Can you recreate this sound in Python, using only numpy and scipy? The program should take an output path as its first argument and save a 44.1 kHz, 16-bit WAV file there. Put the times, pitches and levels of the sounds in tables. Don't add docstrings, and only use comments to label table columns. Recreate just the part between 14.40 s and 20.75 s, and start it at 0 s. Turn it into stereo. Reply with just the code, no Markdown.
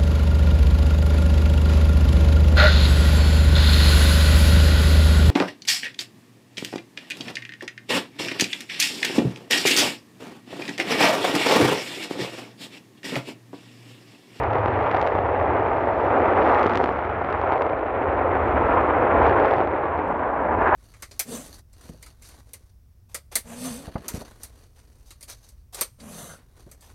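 import sys
import numpy as np
from scipy import signal
from scipy.fft import rfft, irfft
from scipy.io import wavfile
from scipy.ndimage import uniform_filter1d, minimum_filter1d

SR = 44100
rng = np.random.default_rng(int(sys.argv[2]) if len(sys.argv) > 2 else 0)


def transcribe(signal):
    frames = np.atleast_2d(signal).T
    limited = np.clip(frames, -1, 1)
    pcm = np.round(limited * 32767).astype(np.int16)
    wavfile.write(sys.argv[1], SR, pcm)


N = 280035

# t/s, level/dB
ROAR_SWELL = [(0, -24.5), (.35, -23.5), (.44, -22), (.49, -20.5), (.55, -22), (.63, -18.5), (.75, -20),
              (.88, -20), (.97, -19), (1.08, -19.5), (1.15, -17.5), (1.22, -19.5), (1.3, -20.5),
              (1.58, -22.5), (1.72, -16.5), (1.95, -19), (2.05, -17), (2.09, -20), (2.14, -18), (2.22, -21),
              (2.32, -28), (2.62, -28), (2.73, -26.5), (3, -27.5), (3.05, -24.5), (3.1, -20.5),
              (3.17, -22.5), (3.25, -21.5), (3.36, -27), (3.42, -25), (3.62, -22.5), (3.95, -21),
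              (4.07, -22.5), (4.2, -19), (4.25, -21.5), (4.31, -19.5), (4.65, -19.5), (4.8, -16.5),
              (5.07, -17.5), (5.2, -19.5), (5.3, -24.5), (5.7, -25.5), (6.07, -24), (6.2, -23), (6.35, -22)]
# t/s, level/dB
RUMBLE = [(0, -25.5), (.2, -31), (.4, -32), (.6, -32.5), (1.1, -33.5), (1.6, -37.5), (2, -34), (2.5, -38),
          (3, -35), (3.4, -37.5), (3.75, -35), (4.15, -26), (4.55, -33.5), (4.8, -28.5), (5.3, -36.5),
          (5.7, -34.5), (5.93, -41), (6.1, -34.5), (6.35, -32)]
# t/s, growl/dB, high roar/dB, rasp/dB
COLOUR = [(0, -8, -2.5, -9), (.2, -11, -4, -12), (.4, -7.5, -4, -11.5), (.55, -21, -6.5, -13),
          (.7, -20.5, -13.5, -18), (1.1, -10.5, -7.5, -15.5), (1.6, -9.5, -5, -14.5), (2.05, -6, -4.5, -13),
          (2.17, -8.5, 1, -11), (2.35, 2, -13, -19), (2.5, -3.5, 0.5, -11.5), (2.7, -11.5, -6, -10.5),
          (2.95, -6, -0.5, -8.5), (3.2, -15.5, -6, -18), (3.4, -8, -6.5, -14), (4.3, -6.5, -2, -11),
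          (4.8, -7, -1.5, -12), (4.97, -5.5, -4, -15), (5.1, -11, -6.5, -14), (5.25, -6, -6, -16.5),
          (5.4, -10, -2, -11.5), (5.9, -12, 1, -14), (6.1, -5, 0, -14), (6.19, -5, 0, -11.5),
          (6.22, -11, 5, -10), (6.28, -8, 4, -7), (6.31, -6, 3.5, -8), (6.35, -8.5, 11, -4)]
# f/Hz, relative density/dB
ROAR_SHAPE = [(12, -49.5), (20, -34.5), (76, -1), (100, -2.5), (150, -16), (210, -11.5), (271, -3),
              (380, -1), (520, 1.5), (680, 0), (850, -1.5), (1120, -5), (1340, -8), (1520, -12.5),
              (1950, -17), (2450, -23), (3160, -37), (4110, -53), (6950, -120)]
# centre f/Hz, from f/Hz, to f/Hz
LAYERS = [(75, 50, 120), (340, 200, 400), (520, 300, 1300), (1020, 800, 1300), (1900, 1400, 2600)]
# t/s, upward shift/octaves, change in the dip/dB, change at its upper edge/dB
GROUND_DIP = [(0, 0.2, -10.5, -1.5), (.5, 0.33, 3, 7), (1, 0.12, -2, 5.5), (1.6, 0.058, 3.5, 1),
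              (2.2, -0.083, -1.5, -1), (2.8, -0.024, 8, 0.5), (3.2, 0.021, -6.5, -7),
              (3.45, -0.21, -6.5, -7), (3.8, -0.084, -1.5, -4.5), (4.2, -0.1, 0.5, -2.5),
              (4.75, -0.012, 2, 1), (5.15, 0.022, -6, -14), (5.7, -0.23, 7, 3.5), (6.35, -0.074, 0, -3.5)]
# f/Hz, likeness/0-1
LIKENESS = [(30, 0.88), (60, 1), (100, 1), (180, 0.9), (350, 0.6), (650, 0.3), (1200, 0.4), (2200, 0.9),
            (5000, 0.03)]
# f/Hz, lead/rad
LEFT_LEAD = [(60, -0.037), (300, -.8), (450, 0.97), (700, -1.1), (1100, 0.77), (2200, 1), (5000, 0.71)]
# f/Hz, left minus right/dB
LEFT_GAIN = [(60, -1.5), (92, 3.5), (140, 1), (210, -2.5), (330, -1), (500, -4.5), (760, -3), (1160, -1),
             (1770, -6), (2710, -3)]
# t/s, left minus right/dB
CAMERA_SWING = [(0.0, -5), (2.99, -3.5), (3.24, -5), (3.31, -3.5), (4.62, -2), (4.88, -4.5), (6.35, -4)]
# t/s, treble peak level/dB, rise time/ms
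LONE_SHOCKS = [(0.0354, -35.5, 0.062), (0.0866, -47, 0.11), (0.1337, -36, 0.068), (0.156, -42, 0.2),
               (0.184, -42, 0.16), (0.2596, -35.5, 0.18), (0.272, -47, 0.14), (0.283, -39, 0.16),
               (0.339, -44, 0.15), (0.3893, -47, 0.12), (0.429, -43, 0.086), (0.4389, -45, 0.12),
               (0.468, -44, 0.13), (0.478, -44, 0.1), (0.514, -31.5, 0.093), (0.5168, -38, 0.11),
               (0.526, -41, 0.16), (0.5462, -33.5, 0.15), (0.549, -35, 0.11), (0.5648, -36, 0.13),
               (0.57, -32, 0.064), (0.596, -39, 0.067), (0.615, -26, 0.03), (0.627, -34.5, 0.11),
               (0.6635, -44, 0.06), (0.6663, -35, 0.08), (0.6735, -29.5, 0.079), (0.687, -42, 0.1),
               (0.7306, -47, 0.15), (0.752, -40.5, 0.18), (0.7724, -48, 0.13), (0.789, -40, 0.19),
               (1.17, -48, 0.12), (1.858, -41, 0.23), (2.033, -41, 0.09), (2.1473, -27, 0.12),
               (2.195, -32, 0.076), (2.231, -29, 0.042), (2.2603, -32, 0.25), (2.266, -26, 0.04),
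               (2.281, -51, 0.088), (2.2965, -32, 0.062), (2.3086, -35.5, 0.11), (2.336, -32, 0.05),
               (2.3488, -35, 0.1), (2.356, -24, 0.04), (2.374, -21.5, 0.031), (2.381, -47, 0.12),
               (2.4103, -43, 0.13), (2.433, -44, 0.06), (2.441, -27, 0.061), (2.4593, -36, 0.15),
               (2.4745, -40, 0.14), (2.4909, -38, 0.19), (2.524, -46, 0.05), (2.652, -43.5, 0.18),
               (2.6989, -44, 0.18), (2.8463, -42, 0.17), (2.902, -42, 0.13), (2.927, -35.5, 0.095),
               (3.015, -38, 0.097), (3.0907, -48, 0.22), (3.122, -34, 0.16), (3.137, -40, 0.12),
               (3.1795, -43, 0.14), (3.1947, -48, 0.12), (3.2211, -32, 0.1), (3.2653, -42, 0.17),
               (3.2983, -43, 0.14), (3.323, -51, 0.18), (3.3938, -48, 0.17), (3.474, -52, 0.14),
               (3.954, -43.5, 0.27), (4.4106, -43, 0.13), (4.831, -39.5, 0.13), (4.8673, -33.5, 0.084),
               (4.882, -37, 0.09), (4.8964, -37, 0.15), (4.983, -45, 0.096), (5.0003, -35, 0.15),
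               (5.0474, -39, 0.19), (5.0586, -35, 0.07), (5.111, -33, 0.12), (5.122, -43, 0.073),
               (5.1367, -36, 0.18), (5.1395, -38, 0.15), (5.168, -42, 0.06), (5.174, -47, 0.04),
               (5.1831, -40.5, 0.22), (5.1979, -49.5, 0.19), (5.2045, -31, 0.25), (5.2125, -42, 0.2),
               (5.236, -47, 0.27), (5.249, -47, 0.15), (5.274, -42, 0.19), (5.385, -51.5, 0.28),
               (5.4412, -49, 0.2), (5.4555, -47.5, 0.27), (5.5777, -47, 0.19), (5.591, -46, 0.27),
               (5.62, -54, 0.31), (5.7944, -48.5, 0.23), (6.186, -51, 0.29), (6.222, -53, 0.33),
               (6.278, -41, 0.13)]
# t/s, blunt fronts level/dB, sharp fronts level/dB, dull thumps level/dB
CRACKLE = [(0, -64, -66, -35), (.45, -58, -65.5, -29), (.62, -62, -60, -25), (.83, -61, -69.5, -28),
           (1.15, -62, -69, -28), (1.6, -62.5, -64, -28), (1.95, -58, -63.5, -31.5),
           (2.1, -53.5, -56.5, -26), (2.25, -55, -57, -24), (2.38, -58, -60, -25), (2.46, -64.5, -59, -27),
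           (2.56, -61.5, -68.5, -35), (2.75, -67.5, -70.5, -32), (3.13, -59.5, -68, -28),
           (3.4, -66.5, -78.5, -29), (4.35, -60, -66.5, -29.5), (4.7, -67, -67.5, -26.5),
           (4.82, -58, -65, -28), (4.875, -55, -60.5, -25), (4.93, -58, -68, -29.5),
           (5.03, -59.5, -61, -22.5), (5.19, -64, -63, -29.5), (5.3, -64.5, -78, -28),
           (5.8, -70.5, -74.5, -37), (6.17, -79.5, -74, -29), (6.35, -70, -66, -22)]
# f/Hz, width/Hz, share added or taken
PORT_RING = [
    [(204, 300, -0.3), (645, 400, -0.8), (1700, 1500, 0.03)],
    [(196, 130, -0.59), (854, 570, 0.95), (2100, 2100, 0.42)],
]
# each has t/s, centre f/Hz, share added or taken
NOTCH = [(0, 1085, -0.15), (1.2, 1067, -0.21), (1.8, 1060, -.5), (2.5, 1040, -0.41), (3.1, 1140, -0.11),
         (4.5, 1153, -0.13), (5.4, 1240, -0.39), (6.35, 1306, -0.32)]
RIDGE = [(0, 1430, -0.29), (.8, 1496, -0.26), (1.6, 1390, 0.073), (2.2, 1310, 0.34), (2.85, 1370, 0.45),
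         (3.4, 1356, -0.041), (4.3, 1355, 0.25), (5, 1455, .2), (5.6, 1546, 0.068), (6.2, 1680, 0.78),
         (6.35, 1650, 0.78)]
FOCUS = [(0, 820, .5), (.8, 830, 0.3), (1.5, 785, 0.23), (2.2, 815, 0.23), (2.5, 820, .03),
         (3.1, 784, 0.17), (3.6, 780, 0.032), (6.35, 775, 0.031)]
BAND_WIDTH_HZ = [140, 180, 260]
# t/s, level/dB
HISS = [(0, -94), (.55, -85), (1.1, -84.5), (1.75, -81.5), (2.6, -88.5), (3.6, -79.5), (4.15, -76),
        (4.85, -74.5), (5, -85), (5.4, -84), (6.1, -77), (6.35, -76)]
# t/s, starting level/dB, decay/s
RUSTLE_TICKS = [(5.6815, -64, .006), (5.697, -74, .025)]

ROAR_SHARE_DB = -2.16
SHOCK_PAN_DB, SHOCK_PAN_SPREAD_DB = 1.7, 3.5
AIR_HZ, AIR_RISE_MS, AIR_POWER, AIR_STEEP = 10400, 0.042, 0.41, 2.6
LEAD = 32
TOP_HZ = 15700


def undb(db):
    return 10 ** (np.asarray(db) / 20)


def unit(x):
    return x / np.sqrt(np.mean(x ** 2))


def curves(table):
    t, *columns = np.transpose(table)
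    return [np.interp(np.arange(N) / SR, t, column) for column in columns]


def over(hz, table):
    f, value = np.transpose(table)
    return np.interp(np.log(hz + 1), np.log(f), value)


def walk(rate):
    hold = max(int(SR / rate), 1)
    steps = np.repeat(rng.standard_normal(N // hold + 1), hold)
    w = uniform_filter1d(uniform_filter1d(steps, hold), hold)[:N]
    return (w - w.mean()) / w.std()


def bandpass(x, order, low_hz, high_hz):
    return signal.sosfilt(signal.butter(order, [low_hz, high_hz], "band", fs=SR, output="sos"), x)


def port_noise(hz):
    shared, own = rfft(rng.standard_normal((2, N)))
    like = np.clip(over(hz, LIKENESS), 0, 1)
    half_gain_db = over(hz, LEFT_GAIN) / 2
    left = like * shared * np.exp(1j * over(hz, LEFT_LEAD)) + np.sqrt(1 - like ** 2) * own
    pair = np.array([left * undb(half_gain_db), shared * undb(-half_gain_db)])
    return pair * undb(over(hz, ROAR_SHAPE))


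def roar():
    roar_db = curves(ROAR_SWELL)[0] + ROAR_SHARE_DB
    growl_db, high_db, rasp_db = curves(COLOUR)
    slide, dip_db, edge_db = curves(GROUND_DIP)
    hz = np.fft.rfftfreq(N, 1 / SR)
    pair = port_noise(hz)

    layers_db = [curves(RUMBLE)[0], roar_db + growl_db, roar_db, roar_db + high_db, roar_db + rasp_db]
    mono = pair.mean(axis=0)
    layer_rms = [irfft(mono * (hz > low) * (hz < high), N).std() for _, low, high in LAYERS]
    swell_db = np.array(layers_db) - 20 * np.log10(layer_rms)[:, None]

    quick = walk(70) + 0.12 * walk(22)
    throb = quick - uniform_filter1d(quick, size=5000)

    log_centres = np.log(np.array(LAYERS)[:, 0])
    out = 0
    for step in range(-1, 16):
        centre = 30 * 2 ** (step / 2)
        place = np.interp(np.log(centre), log_centres, np.arange(len(LAYERS)))
        k = min(int(place), len(LAYERS) - 2)
        db = swell_db[k] + (place - k) * (swell_db[k + 1] - swell_db[k])
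        if centre < 300:
            db = db + over(centre / 2 ** slide, ROAR_SHAPE) - over(centre, ROAR_SHAPE)
        if 150 < centre < 260:
            db = db + (dip_db if centre < 200 else edge_db)
        flicker = 0.39 * walk(7.7)
        db = db + min(centre / 900, 1.6) * throb + flicker
        away = np.clip(2 * np.log2((hz + 1) / centre), -1, 1)
        out = out + undb(db) * irfft(pair * np.cos(np.pi / 2 * away) ** 2, N)
    pan_db = curves(CAMERA_SWING)[0]
    pan_db = pan_db - pan_db.mean()
    return out * undb(np.array([pan_db, -pan_db]) / 2)


def front(rise_ms, fall_hz=764.0, low_hz=300.0, air_hz=8600.0, size=1024):
    hz = np.fft.rfftfreq(size, 1 / SR)
    jf = 1j * hz
    overshoot = (jf / (jf + low_hz)) ** 2
    recovery = 1 / (1 + jf / fall_hz)
    rise = 1 / (1 + 2 * np.pi * jf * np.clip(rise_ms, .01, .4) / 1000) ** 2
    air = np.exp(-(hz / air_hz) ** AIR_STEEP)
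    h = -overshoot * recovery * rise * air
    treble = irfft(h * (hz > 3200) * (hz < 9000))
    return np.roll(irfft(h), LEAD) / np.abs(signal.hilbert(treble)).max()


def scatter(wave, tail_db, tail_t60=0.016, size=1024):
    t = np.arange(size) / SR
    path = rng.standard_normal((2, size)) * 1000. ** (-t / tail_t60) * (t > .0006)
    path *= undb(tail_db) / np.linalg.norm(path, axis=1, keepdims=True)
    path[0, 0], path[1, 2] = 1, 1
    return signal.fftconvolve(path, wave[None])


def lone_shocks():
    out = np.zeros((2, N + 8192))
    for t, db, rise_ms in LONE_SHOCKS:
        pan_db = SHOCK_PAN_DB + SHOCK_PAN_SPREAD_DB * rng.standard_normal()
        air_hz = AIR_HZ * min(AIR_RISE_MS / rise_ms, 1) ** AIR_POWER
        wave = scatter(front(rise_ms, air_hz=air_hz), tail_db=-7.0, tail_t60=0.010)
        start = int(t * SR) - LEAD
        out[:, start:start + wave.shape[1]] += undb(db + np.array([[pan_db], [-pan_db]]) / 2) * wave
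    return out[:, :N]


def swarm(wave, per_s, spread_db, tail_db, count=8):
    out = 0
    for _ in range(count):
        chance, strength = rng.random((2, 2, N)).swapaxes(0, 1)[:, 0]
        boost_db = np.minimum(-spread_db * np.log(strength + 1e-9), 12.0)
        train = (chance < per_s / count / SR) * undb(boost_db)
        out = out + signal.oaconvolve(scatter(wave, tail_db), train[None])[:, :N]
    return out / bandpass(out, 3, 3300, 6500).std()


def fine_crackle():
    blunt_db, sharp_db, thump_db = curves(CRACKLE)
    blunt = swarm(front(0.09, low_hz=410.0, air_hz=3670.0), per_s=350., spread_db=2.5, tail_db=-3.5)
    sharp = swarm(front(0.038, air_hz=10200.0), per_s=1500.0, spread_db=1.0, tail_db=1.3)
    dull_front = front(0.16, low_hz=382.0, air_hz=2500.0)
    thump = unit(swarm(dull_front, per_s=160., spread_db=3.0, tail_db=-4.0, count=4))
    balance = undb([[0.1], [1.5]])
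    return (blunt * undb(blunt_db) + sharp * undb(sharp_db)) * balance + thump * undb(thump_db)


def ports(shocks):
    out = []
    for x, rings in zip(shocks, PORT_RING):
        coloured = x
        for hz, width_hz, share in rings:
            b, a = signal.iirpeak(hz, hz / width_hz, SR)
            coloured = coloured + share * signal.lfilter(b, a, x)
        out.append(coloured)
    return np.array(out)


def drifting_bands(x):
    for table, width_hz in zip((NOTCH, RIDGE, FOCUS), BAND_WIDTH_HZ):
        hz, share = curves(table)
        turn = np.exp(2j * np.pi * np.cumsum(hz) / SR)
        pole = np.exp(-np.pi * width_hz / SR)
        smooth = signal.lfilter([1 - pole], [1, -pole], x / turn)
        band = 2 * (smooth * turn).real
        x = x + np.clip(share, -.9, 2) * band
    return x


def hiss(noise):
    flutter_db = .8 * walk(40) + .6 * walk(5.8)
    balance_db = np.array([[-1.5], [1.5]])
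    return unit(bandpass(noise, 2, 6000, 13500)) * undb(curves(HISS)[0] + flutter_db + balance_db)


def rustle(noise):
    envelope = 0
    for t, db, decay_s in RUSTLE_TICKS:
        after = np.arange(N) / SR - t
        envelope = envelope + undb(db) * (after > 0) * np.exp(-np.abs(after) / decay_s)
    return envelope * unit(bandpass(noise, 2, 4200, 10800))


def scene():
    jet = drifting_bands(roar() + ports(lone_shocks() + fine_crackle()))
    noise = rng.standard_normal((2, N)) + 1.1 * rng.standard_normal(N)
    return jet + hiss(noise) + rustle(noise)


def record(dry):
    ceiling = .74
    gain = np.minimum(1, ceiling / (np.abs(dry).max(axis=0) + 1e-9))
    gain = minimum_filter1d(gain, size=361)
    gain = uniform_filter1d(uniform_filter1d(gain, size=181), size=181)
    return signal.sosfilt(signal.ellip(8, .2, 70, TOP_HZ, fs=SR, output="sos"), dry * gain)


dry = scene()
out = record(dry)
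transcribe(out)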